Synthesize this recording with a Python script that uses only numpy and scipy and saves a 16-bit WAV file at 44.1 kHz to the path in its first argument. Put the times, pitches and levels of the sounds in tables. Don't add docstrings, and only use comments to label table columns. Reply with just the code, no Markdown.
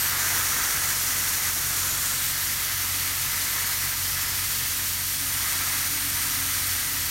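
import sys
import numpy as np
from scipy import signal
from scipy.fft import rfft, irfft, next_fast_len
from scipy.io import wavfile

SR = 44100
rng = np.random.default_rng(int(sys.argv[2]) if len(sys.argv) > 2 else 0)


def digitize_waveform(pressure):
    field = np.atleast_2d(pressure).T
    bounded = np.clip(field, -1, 1)
    quanta = np.round(bounded * 32767).astype(np.int16)
    wavfile.write(sys.argv[1], SR, quanta)


N = 313110
TIME = np.arange(N) / SR


def from_db(db):
    return 10 ** (np.asarray(db) / 20)


def rms_one(x):
    return x / np.sqrt(np.mean(x ** 2) + 1e-20)


def automation(points):
    times, values = np.transpose(points)
    return np.interp(TIME, times, values)


def swell(start, end, rise_s, fall_s):
    return np.clip(np.minimum((TIME - start) / rise_s, (end - TIME) / fall_s) + .5, 0, 1)


def coloured(x, spectrum):
    size = next_fast_len(N)
    hz, db = np.transpose(spectrum)
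    bin_hz = np.maximum(np.arange(size // 2 + 1) * SR / size, 1)
    gain = from_db(np.interp(np.log(bin_hz), np.log(hz), db))
    return rms_one(irfft(rfft(x, size) * gain, size)[:N])


def drift(rate):
    hop, run_in = 20, 4000
    pole = np.exp(-2 * np.pi * hop * rate / SR)
    noise = rng.standard_normal(N // hop + run_in + 2)
    slow = signal.lfilter([1], [1, -2 * pole, pole * pole], noise)[run_in:]
    return np.interp(np.arange(N) / hop, np.arange(len(slow)), rms_one(slow))


def resonance(x, hz, width_hz):
    carrier = np.exp(2j * np.pi * np.cumsum(hz * np.ones(N)) / SR)
    lowpass = signal.butter(2, width_hz / 2, fs=SR, output="sos")
    return rms_one((signal.sosfilt(lowpass, x / carrier + 1e-18) * carrier).real)


def drops(per_s, spread_db):
    sizes = from_db(spread_db * np.minimum(rng.exponential(1, N), 4))
    return rms_one(sizes * rng.choice([-1, 1], N) * (rng.random(N) < per_s / SR))


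# (frequency [Hz], relative level [dB])
MIST_EQ = [(400, -34), (1200, -13), (2400, -1.5), (3600, -2), (4500, 1), (6000, -1), (7500, -1.5),
           (8900, 1.5), (10000, 0), (11000, 2), (12400, 2), (14000, 1.5), (15700, -2.75)]
# (frequency [Hz], relative level [dB])
SIZZLE_EQ = [(3000, -15.5), (5200, -12.5), (5600, -0.5), (5950, -0.5), (6400, -3), (7000, -1), (7600, -7.5),
             (10000, -13)]


def nozzles(surge_db):
    flutter = drift(21)
    facing = swell(start=0.18, end=2.06, rise_s=.06, fall_s=.3)
    hiss_db = -26.5 + 0.09 * surge_db - 0.9 * facing + 0.58 * flutter
    sizzle_db = -35 + 0.42 * surge_db + 4 * facing + 0.57 * flutter
    hiss = coloured(rng.standard_normal(N), MIST_EQ)
    sizzle = coloured(drops(per_s=9000, spread_db=4.0), SIZZLE_EQ)
    return from_db(hiss_db) * hiss + from_db(sizzle_db) * sizzle


# (start [s], end [s], centre [Hz], level [dB])
FAN_PASSES = [(-.1, 0.1, 13000, -30), (-.1, 0.092, 8300, -34), (.2, 1.87, 8600, -39),
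              (.2, 2.12, 11020, -37), (.2, 1.74, 14700, -38), (1.72, 2.2, 7000, -37.5),
              (1.95, 2.34, 8300, -38.5), (2.25, 3.4, 13900, -54), (5.1, 6.9, 9200, -38.5),
              (5.4, 6.9, 12300, -48)]


def swishes():
    out = np.zeros(N)
    for start, end, hz, db in FAN_PASSES:
        band = resonance(rng.standard_normal(N), hz, width_hz=0.098 * hz)
        out += from_db(db) * swell(start, end, rise_s=.1, fall_s=.1) * band
    return out


# (time [s], pitch [Hz])
LEAF_RING = [(0.15, 1640), (1.39, 1810), (1.79, 1460), (2.53, 1900), (6.54, 1860), (7.1, 1980)]
# (frequency [Hz], relative level [dB])
LEAF_EQ = [(50, -41), (400, -25.5), (800, -9.5), (1250, 1), (1700, -1.5), (2150, 0.5), (2600, -9.5),
           (4500, -10), (9000, -21), (16000, -35)]
# (frequency [Hz], relative level [dB])
SOIL_EQ = [(35, -23), (120, -4), (300, -2), (500, -3.5), (750, -0.5), (1000, -4), (1600, -0.5), (4000, -47)]


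def patter(drumming_db, surge_db):
    leaf_hz = automation(LEAF_RING)
    leaf_db = drumming_db + 0.41 * surge_db
    octaves_down = np.log2(np.mean(leaf_hz) / leaf_hz)
    soil_db = -48.5 + 1.1 * surge_db + 10.0 * octaves_down
    clumps = from_db(1.6 * drift(25))
    splash = coloured(drops(per_s=7000 * clumps, spread_db=2.5), LEAF_EQ)
    ring = resonance(drops(per_s=4000 * clumps, spread_db=2.5), leaf_hz, width_hz=530)
    soil = coloured(drops(per_s=3500 * clumps, spread_db=3.5), SOIL_EQ)
    return from_db(leaf_db - 2.0) * splash + from_db(leaf_db - 5.5) * ring + from_db(soil_db) * soil


def near_drops(level_db):
    ticks = drops(per_s=45, spread_db=4.0)
    crisp_band = signal.butter(1, [1200, 11000], "band", fs=SR, output="sos")
    return from_db(level_db) * rms_one(signal.sosfilt(crisp_band, ticks + 1e-18))


# (pitch [Hz], width [Hz], base level [dB])
PIPE_TONES = [(949.4, 22, -56.5), (1243, 33, -59), (1598, 48, -54), (1940, 120, -51.5), (2984, 31, -54),
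              (3347, 94, -53), (4320, 130, -55), (4570, 120, -53.5), (5140, 200, -49.5), (5650, 130, -60)]


def pipe_whistles(surge_db):
    out = np.zeros(N)
    for hz, width_hz, db in PIPE_TONES:
        gain = from_db(db + 0.09 * surge_db + 3.0 * drift(1.0))
        out += gain * resonance(rng.standard_normal(N), hz, width_hz)
    return out


# (pitch [Hz], level [dB], waver depth [0-1])
MOTOR_TONES = [(45.5, -50, 0.05), (76, -55.5, 0.7), (91.7, -44.8, 0.2), (136.6, -54.5, 0.24),
               (198.7, -68.5, 0.05), (245, -61, 0.2)]


def pump():
    out = np.zeros(N)
    for hz, db, depth in MOTOR_TONES:
        waver = 1 + depth * (drift(3.2) + 1j * drift(3.4))
        out += from_db(db) * rms_one((waver * np.exp(2j * np.pi * hz * TIME)).real)
    return out


# (frequency [Hz], relative level [dB])
RUMBLE_EQ = [(20, -40), (38, -25), (50, -9), (58, 4), (70, -3), (86, 3), (104, -4.5), (118, 0), (135, 4.5),
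             (150, -1.5), (200, -8), (330, -12), (520, -26), (1500, -39)]
# (time [s], level [dB])
DRONE_RIDE = [(0.0, -61.5), (3.5, -57.5), (5.3, -55), (6.4, -48), (6.8, -59), (7.1, -52)]


def neighbourhood(rumble_db):
    drone_hz = 280 + 4.12 * drift(4.9)
    tremble = from_db(3.5 * drift(7.6))
    drone = rms_one(np.sin(2 * np.pi * np.cumsum(drone_hz) / SR) * tremble)
    rumble = coloured(rng.standard_normal(N), RUMBLE_EQ)
    return from_db(rumble_db) * rumble + from_db(automation(DRONE_RIDE)) * drone


def garden_echoes(x, echo_db, sway_s, count=7):
    out, samples = x.copy(), np.arange(N)
    for delay_s in rng.uniform(.0015, .009, count):
        lag = np.round((delay_s + sway_s * drift(.15)) * SR).astype(int)
        out += from_db(echo_db) * x[(samples - lag) % N]
    return out / np.sqrt(1 + count * from_db(echo_db) ** 2)


# (time [s], level [dB])
FAN_DRUMMING = [(0.0, -33.5), (0.39, -31), (0.45, -33.5), (0.58, -31), (0.89, -34), (1.48, -34),
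                (1.55, -35.5), (3.12, -35.5), (3.63, -34), (4.07, -37.0), (4.16, -35.1), (5.13, -39),
                (5.49, -33.5), (5.84, -34.1), (5.9, -36.5), (6.2, -35), (6.74, -35.5), (7.09, -36.8)]


def scene():
    drumming_db = automation(FAN_DRUMMING)
    surge_db = drumming_db - np.mean(drumming_db)
    water = nozzles(surge_db) + swishes() + patter(drumming_db, surge_db) + near_drops(level_db=-50.5)
    water = garden_echoes(water, echo_db=-27, sway_s=.00003)
    mix = water + pipe_whistles(surge_db) + pump() + neighbourhood(rumble_db=-46.0)
    return np.array([mix, mix])


# (centre [Hz], width [Hz], gain [dB])
PORT_NOTCHES = [(4950, 360, -2), (7600, 510, -1), (10400, 650, -5.5)]


def record(dry):
    for hz, width_hz, db in PORT_NOTCHES:
        b, a = signal.iirpeak(hz, hz / width_hz, fs=SR)
        dry = dry + (from_db(db) - 1) * signal.lfilter(b, a, dry)
    high_cut = signal.ellip(12, .1, 90, 15850, fs=SR, output="sos")
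    return signal.sosfilt(high_cut, dry)


dry = scene()
out = record(dry)
digitize_waveform(out)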